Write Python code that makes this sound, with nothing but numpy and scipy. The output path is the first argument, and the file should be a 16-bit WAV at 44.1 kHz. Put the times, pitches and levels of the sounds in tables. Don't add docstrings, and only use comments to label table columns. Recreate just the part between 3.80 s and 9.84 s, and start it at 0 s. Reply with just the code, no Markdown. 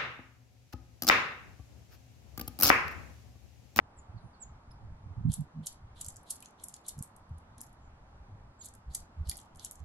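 import sys
import numpy as np
from scipy import signal
from scipy.io import wavfile
from scipy.ndimage import uniform_filter1d

SR = 44100
rng = np.random.default_rng(int(sys.argv[2]) if len(sys.argv) > 2 else 0)


def boost_factor(decibels):
    exponent = np.asarray(decibels, float) / 20
    return 10 ** exponent


def put_to_file(sound):
    columns = np.atleast_2d(sound).T
    safe = np.clip(columns, -1, 1)
    whole_steps = np.round(safe * 32767)
    wavfile.write(sys.argv[1], SR, whole_steps.astype(np.int16))


N = 266496

# [start t/s, end t/s, scrape level/dB, scrape f/Hz, rattle level at the end/dB]
PUSHES = [(1.488, 1.548, -61, 3550, -54.5), (1.825, 1.876, -64.5, 3500, -61.5),
          (2.15, 2.223, -64, 3450, -60.5), (2.458, 2.523, -63.5, 3680, -56.5),
          (2.776, 2.831, -70.5, 3420, -69.5), (3.038, 3.101, -64.5, 3560, -58.5),
          (3.772, 3.802, -73.5, 3577, -81.5), (4.809, 4.866, -63.5, 3940, -52),
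          (5.096, 5.155, -68, 3920, -61.5), (5.446, 5.499, -65.5, 4060, -62.5),
          (5.78, 5.861, -62.5, 3520, -56)]


def evened(x):
    return x / np.sqrt(np.mean(x ** 2) + 1e-30)


def read(points, hz):
    f, value = np.transpose(points)
    return np.interp(np.log(hz + 1), np.log(f + 1), value)


def add(mix, s, sound):
    part = mix[..., round(s * SR):][..., :sound.shape[-1]]
    part += sound[..., :part.shape[-1]]


def sides(db):
    return boost_factor(np.array([[db / 2], [-db / 2]]))


def band_pass(low_hz, high_hz, x):
    return signal.sosfilt(signal.butter(2, [low_hz, high_hz], "band", fs=SR, output="sos"), x)


def field(spectrum, patchy_db, swell_db):
    # [f/Hz, correlation]
    likeness = [(60, 1), (130, .99), (290, .91), (640, .55), (1410, -.02), (3100, -.55), (6800, -.67)]
    frames, hz = N // 256 + 5, np.fft.rfftfreq(1024, 1 / SR)
    a, b, c, d, patches = rng.standard_normal((frames, 513, 5)).T
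    patches = uniform_filter1d(patches, size=12, axis=0)
    patches = evened(uniform_filter1d(patches, size=14, axis=1))
    swell = evened(uniform_filter1d(rng.standard_normal(frames), size=60))
    same = np.clip(read(likeness, hz), -1, 1)[:, None]
    left, other = a + 1j * b, c + 1j * d
    z = np.array([left, same * left + np.sqrt(1 - same ** 2) * other])
    z *= boost_factor(read(spectrum, hz)[:, None] + patchy_db * patches + swell_db * swell)
    return evened(signal.istft(z, nperseg=1024, noverlap=768)[1][:, :N])


def echoes(x, against):
    # [f/Hz, t60/s]
    wood_t60 = [(2500, 0.29), (5000, 0.25), (9000, 0.15), (12300, 0.17), (12900, .03)]
    taps = rng.standard_normal((2, SR // 2)) * (rng.random((2, SR // 2)) < .12)
    taps[1] = -against * taps[0] + np.sqrt(1 - against ** 2) * taps[1]
    hz, t, z = signal.stft(taps, SR, nperseg=128)
    decay = boost_factor(-60 * t / read(wood_t60, hz)[:, None])
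    tail = signal.istft(z * decay, SR, nperseg=128)[1]
    tail *= np.clip(np.arange(tail.shape[1]) / SR / 0.002, 0, 1)
    return signal.fftconvolve(x[None], tail / np.linalg.norm(tail[0]), axes=1)[:, :N]


def far_hum():
    # [f/Hz, level/dB per Hz]
    hum_spectrum = [(60, -9.5), (200, 1), (340, -6.5), (500, -7), (850, -1), (1300, -6.5), (1800, -13.5),
                    (2800, -21), (5000, -25.5), (8000, -31), (11800, -38), (12300, -49), (16000, -60.5)]
    return boost_factor(-64 + 3) * field(hum_spectrum, patchy_db=.8, swell_db=.4) * sides(-1.0)


def wind():
    # [t/s, rumble level/dB, left-right difference of the eddies/dB]
    gusts = [(0, -55.5, 4), (.4, -52, -7), (.95, -54.5, -7), (1.5, -46.5, -6), (1.9, -60, 0),
             (2.2, -56, -2), (2.6, -64, -1), (3.1, -61.5, -0.5), (3.35, -65.5, -3), (3.6, -58.5, 1.5),
             (4.199, -60.5, -2), (4.6, -56, 1), (5, -56.5, -1), (5.5, -55, -4), (6.04, -53.5, -9)]
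    # [f/Hz, level/dB per Hz]
    rumble_spectrum = [(15, -15.5), (35, -2), (80, 3.5), (130, -13.5), (200, -13.5), (300, -24.5),
                       (450, -68)]
    # [t/s, peak level/dB, f/Hz, length/ms]
    strong_eddies = [(.199, -54, 68.5, 44), (.303, -46, 80, 14), (.36, -42.5, 113, 30),
                     (.453, -47, 118, 23), (.662, -53, 53.6, 37), (1.04, -49.5, 108, 41),
                     (1.111, -49.5, 70, 43), (1.267, -40.5, 90.5, 12), (1.317, -42.5, 90.5, 28),
                     (1.386, -35, 120, 20), (1.412, -35.5, 133.4, 5.4), (1.457, -25, 120, 19.5),
                     (1.479, -27.5, 157.6, 40), (1.5, -19.5, 122, 6.1), (1.59, -37.5, 177, 12),
                     (1.608, -34.5, 146, 31.6), (1.794, -38.5, 158, 48), (2.285, -46, 109, 12),
                     (3.183, -40, 143, 17.6), (3.21, -36.5, 106, 4.3), (3.514, -41.5, 118, 12),
                     (3.539, -43.5, 79, 57), (3.8, -61.5, 236, 34), (4.013, -52, 69.8, 21),
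                     (4.411, -50.5, 66, 21), (4.534, -48, 101, 46), (5.095, -38.5, 61, 35),
                     (5.41, -34.5, 78, 38), (5.485, -34, 60.7, 21.5), (6.025, -44, 74.6, 27)]
    times, rumble_db, side_db = np.transpose(gusts)
    out = boost_factor(np.interp(np.arange(N) / SR, times, rumble_db))
    out = out * field(rumble_spectrum, patchy_db=3.0, swell_db=-3)

    light_db, light_hz, light_ms = -7, 75, 30
    at = .1 + (N / SR - .2) * rng.random(16)
    pitch = .8 + .4 * rng.random(16)
    light = np.c_[at, np.interp(at, times, rumble_db) + light_db, light_hz * pitch, light_ms + 0 * at]
    eddies, t = np.r_[strong_eddies, light], np.arange(-4400, 4400) / SR
    low_pass = signal.butter(4, 80, fs=SR, output="sos")
    churn = evened(signal.sosfilt(low_pass, rng.standard_normal((2, N + SR))))
    for (s, db, hz, ms), phase in zip(eddies, rng.random(len(eddies))):
        shape = np.exp(-.5 * (1000 * t / (.5 * ms)) ** 2)
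        pan_db = np.interp(s, times, side_db) * hz / 120
        a, b = churn[:, round(s * SR):][:, :len(t)]
        lag = np.array([[0.00088 * hz * pan_db], [0]])
        turn = 2 * np.pi * (hz * t + phase) - lag
        eddy = ((1 + 0.34 * (a + 1j * b)) * np.exp(1j * turn)).real
        add(out, s + t[0], np.sqrt(2) * boost_factor(db) * shape * eddy * sides(pan_db))
    return out


def trills():
    # [start t/s, end t/s, f/Hz, level/dB]
    seeps = [
        (0.124, 0.264, 9200, -78),
        (0.358, 0.558, 9220, -79),
        (3.983, 4.12, 6970, -78.5),
    ]
    out = np.zeros((2, N))
    for s, end, hz, db in seeps:
        n = round((end - s) * SR)
        trill = evened(band_pass(hz * .96, hz * 1.04, rng.standard_normal((2, n)))) * np.hanning(n)
        add(out, s, boost_factor(db) * (trill - 0.62 * trill[::-1]))
    return out


def chips():
    # [t/s, length/s, top f/Hz, level/dB, left lead/rad]
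    notes_sung = [
        (.166, .04, 7950, -56, 1.0),
        (.598, .047, 8050, -44, -1.6),
        (.355, .04, 4750, -69, -2.2),
        (.525, .035, 4800, -70, -2.1),
        (.655, .02, 7400, -64, 2.0),
        (.904, .02, 5400, -60, -1.8),
        (.904, .02, 10800, -67, -2.2),
        (4.787, .046, 7700, -48, -2.85),
    ]
    hook_per_s, drop_per_s = 10, 4.3
    near, far = np.zeros((2, N)), np.zeros(N)
    for s, length, top_hz, db, lead in notes_sung:
        pan_db = -3 + 1.2 * lead
        echo_db = max(-.6 * (db + 72), -12)
        hook = hook_per_s * max(length - .039, 0)
        u = np.linspace(0, 1, round(length * SR))
        bend = top_hz * (1 - np.array([hook, 0, drop_per_s * length]))
        hz = uniform_filter1d(np.interp(u, [0, .22, 1], bend), size=250, mode="nearest")
        turn = 2 * np.pi * np.cumsum(hz) / SR
        swell = np.sqrt(2) * boost_factor(db - 21 * abs(u - .65) / .65) * signal.windows.tukey(len(u), .4)
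        add(near, s, swell * np.sin(turn + [[lead], [0]]) * sides(pan_db))
        add(far, s, swell * np.sin(turn) * boost_factor(echo_db))
    needles = evened(signal.oaconvolve(rng.standard_normal(N), np.hanning(70), "same"))
    return near + echoes(far * (.7 + .7 * needles), against=.5)


def crumbs(blows):
    first_db, follow, fade_db_per_s, longest_wait_s = -62.5, 0.33, -93.5, .085
    rows = []
    for (s, db, *_), waits in zip(blows, longest_wait_s * rng.random((len(blows), 4))):
        level_db = first_db + follow * (db + 35)
        rows += [(s + w, level_db + fade_db_per_s * w, 2.8, -7, 0) for w in waits]
    return rows


def beak():
    # [t/s, peak level/dB, length/ms, body below 5.5 kHz/dB, top above 9 kHz against middle/dB]
    blows = [(1.5191, -42, 1.6, -15, 14), (1.5307, -44, 5.2, -23, 0), (1.539, -30.5, 2.5, -17.5, 8),
             (1.8614, -38.5, 3, -18, 5.5), (1.8697, -31, 5.3, -16.5, 2), (2.2128, -34, 3.8, -12.5, 3),
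             (2.2462, -38.5, 2.4, -11, -1), (2.285, -36, 3.4, -20, -8), (2.3674, -43, 1.8, -36, -2),
             (2.5061, -29.5, 6, -20, 12), (2.6582, -43, 1.5, -10, 1), (2.839, -35, 3.7, -26, -3.5),
             (2.8851, -37.5, 1.9, -37, 7), (2.9401, -38.5, 2.4, -12.5, -5.5), (3.0842, -32, 4.7, -16.5, 4),
             (3.2256, -32, 1.46, -26, 17), (3.8145, -32, 1.27, -15, 2.5), (5.1496, -27, 4.2, -10, 5),
             (5.49, -40, 1.7, -5, 9), (5.4962, -27, 2.35, -10.5, 21), (5.514, -36.5, 1.8, 17, -11),
             (5.5698, -38.5, 1.6, -3, 6), (5.8478, -32, 2.4, -37, 0), (5.9118, -34.5, 1.05, -40, 4)]
    # [t/s, peak level/dB, top/dB]
    husks = [(1.608, -53, 16), (1.9268, -51, 21), (2.2638, -39, 0.5), (2.2965, -48.5, 5),
             (2.3235, -55.5, -3), (2.3602, -48.5, -1), (2.433, -59.5, 16), (2.557, -49, 14),
             (2.5638, -47, 5), (2.896, -52, -8), (3.0651, -51.5, 3), (3.1794, -55.5, 5), (3.1899, -45.5, 1),
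             (3.2345, -45, 8), (3.3643, -51.5, 17), (3.5831, -57.5, 9), (3.7813, -51, 1.5),
             (3.8074, -43, -3), (3.866, -58, -2), (3.9291, -62.5, 17.5), (4.8463, -51, -4),
             (4.858, -50, 12), (4.8864, -47.5, -8), (4.938, -54, 3), (4.9512, -53, -1), (5.2035, -53, 12),
             (5.759, -54.5, 5), (5.7717, -56, 2), (5.9192, -48, 12), (5.9558, -51.5, -11)]
    # [t/s, peak
    # level/dB, body/dB]
    tray_taps = [(0.635, -66.5, 6), (0.911, -69, 4), (2.1673, -60.5, 15), (2.254, -46, 2),
                 (2.303, -46.5, -14), (2.498, -51, 0), (2.605, -50, -5), (2.6251, -43, 1.5),
                 (2.648, -53, 1), (2.799, -61, 26), (2.925, -60, -2), (2.9646, -50, 8),
                 (3.0923, -41.5, -.5), (3.493, -69.5, 0), (3.8347, -53.5, 0), (4.812, -59.5, 16.5),
                 (5.138, -50.5, -12), (5.4733, -53, 8), (5.5295, -60, 23), (5.5568, -52, -1),
                 (5.577, -45.5, -16), (5.589, -46, -2), (5.601, -50.5, -13), (5.6145, -54, -9),
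                 (5.6573, -65.5, 0), (5.749, -64, -1), (5.7962, -48.5, 4), (5.8633, -50, -5),
                 (5.929, -61, -10), (6.002, -65, -5)]
    husk_ms, husk_body_db = 2.95, -17.5
    tap_ms, tap_top_db = 2.5, 0.5
    rows = blows + [(s, db, husk_ms, husk_body_db, top_db) for s, db, top_db in husks]
    rows += [(s, db, tap_ms, body_db, tap_top_db) for s, db, body_db in tray_taps]
    return rows + crumbs(blows)


def crackle(spread_db, shared, count=1):
    steps = rng.standard_normal((count + 1, N // 16 + 1))
    size = boost_factor(spread_db * (.7 * steps[0] + .7 * steps[1:]))
    size = np.repeat(size, 16, axis=1)[:, None, :N]
    size /= np.sqrt(uniform_filter1d(size ** 2, size=130))
    common, own = rng.standard_normal((count, 1, N)), rng.standard_normal((count, 2, N))
    return size * (np.sqrt(shared) * common + np.sqrt(1 - shared) * own)


def causal(db):
    log = np.log(boost_factor(np.maximum(db, -100)))
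    log = np.r_[log, log[-2:0:-1]]
    ring = np.fft.ifft(np.exp(log - 1j * signal.hilbert(log).imag)).real[:1024]
    return ring / np.linalg.norm(ring)


def mesh_rings():
    # [f/Hz, level/dB per Hz]
    crack = [(1500, -45), (2500, -31.5), (3100, -19), (5700, -6), (7300, 0), (9000, -1.5), (11500, -3),
             (12400, -14.5), (12800, -21), (15500, -33), (16200, -59.5)]
    # [f/Hz, width/Hz, level above the crack/dB]
    mesh = [(4330, 150, 6), (4910, 200, 3), (6100, 150, 5), (7120, 220, 4), (7690, 250, 3), (9330, 300, 3),
            (9950, 300, 3), (11280, 250, 4)]
    splits_hz = [3600, 5500, 7200, 9000, 10600, 12650]
    hz = np.fft.rfftfreq(4096, 1 / SR)
    colour = read(crack, hz) + sum(db / (1 + (2 * (hz - f) / w) ** 2) for f, w, db in mesh)
    below = [0 * hz] + [1 / (1 + (hz / f) ** 12) for f in splits_hz] + [1 + 0 * hz]
    return np.array([causal(colour + 10 * np.log10(m + 1e-12)) for m in np.diff(below, axis=0)])


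def pecks():
    strikes = beak()
    drive, t = np.zeros((7, N)), np.arange(-200, 2000) / SR
    for (s, db, ms, body_db, top_db), spot in zip(strikes, rng.standard_normal((len(strikes), 6))):
        share = boost_factor(np.array([body_db, -top_db / 2, top_db / 2])) ** 2
        share[1:] /= share[1:].sum()
        share = np.repeat(share, 2) * boost_factor(11.0 * spot)
        u = 1000 * t / ms
        blow = boost_factor(db - np.where(u < 0, -22 * u, 9 * abs(u) ** 1.2))
        snap = boost_factor(-27.0 + .6 * (db + 28.0))
        add(drive, s + t[0], np.r_[np.sqrt(share / share.sum()), snap][:, None] * blow)
    for start, end, _, _, db in PUSHES:
        add(drive[2:6], start, boost_factor(db + np.linspace(-26, 0, round((end - start) * SR))))
    cracks = drive[:, None] * crackle(spread_db=8., shared=.52, count=7)
    return signal.oaconvolve(cracks, mesh_rings()[:, None], axes=2).sum(0)[:, :N]


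def scrapes():
    out, grit = np.zeros((2, N)), crackle(spread_db=3.0, shared=0.49)[0]
    for start, end, db, hz, _ in PUSHES:
        part = grit[:, round(start * SR):round((end + .02) * SR)]
        scrape = evened(band_pass(hz * 0.9, hz * 1.21, part))
        add(out, start, boost_factor(db) * scrape * signal.windows.tukey(part.shape[1], .4))
    return out


def knocks():
    # [t/s, level/dB, f/Hz, t60/s]
    tray_knocks = [
        (2.626, -49, 2700, .045),
        (2.796, -62, 3450, .04),
        (5.151, -53, 2100, .04),
        (5.515, -48, 2100, .055),
        (4.256, -72, 2050, .05),
    ]
    out, t = np.zeros((2, N)), np.arange(4000) / SR
    for s, db, hz, t60 in tray_knocks:
        modes = sum(np.sin(2 * np.pi * k * hz * t) for k in (.92, 1, 1.13)) / 2
        add(out, s, boost_factor(db - 60 * t / t60) * np.tanh(t / 0.00075) * modes)
    return out


def scene():
    feeder = (pecks() + scrapes() + knocks()) * sides(-1.5)
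    wood = boost_factor(-12.5) * echoes(feeder.sum(0), against=.45)
    return far_hum() + wind() + trills() + chips() + feeder + wood


def band_limit(x):
    return signal.sosfilt(signal.butter(12, 16410, fs=SR, output="sos"), x)


def record(dry):
    return band_limit(dry)


dry = scene()
out = record(dry)
put_to_file(out)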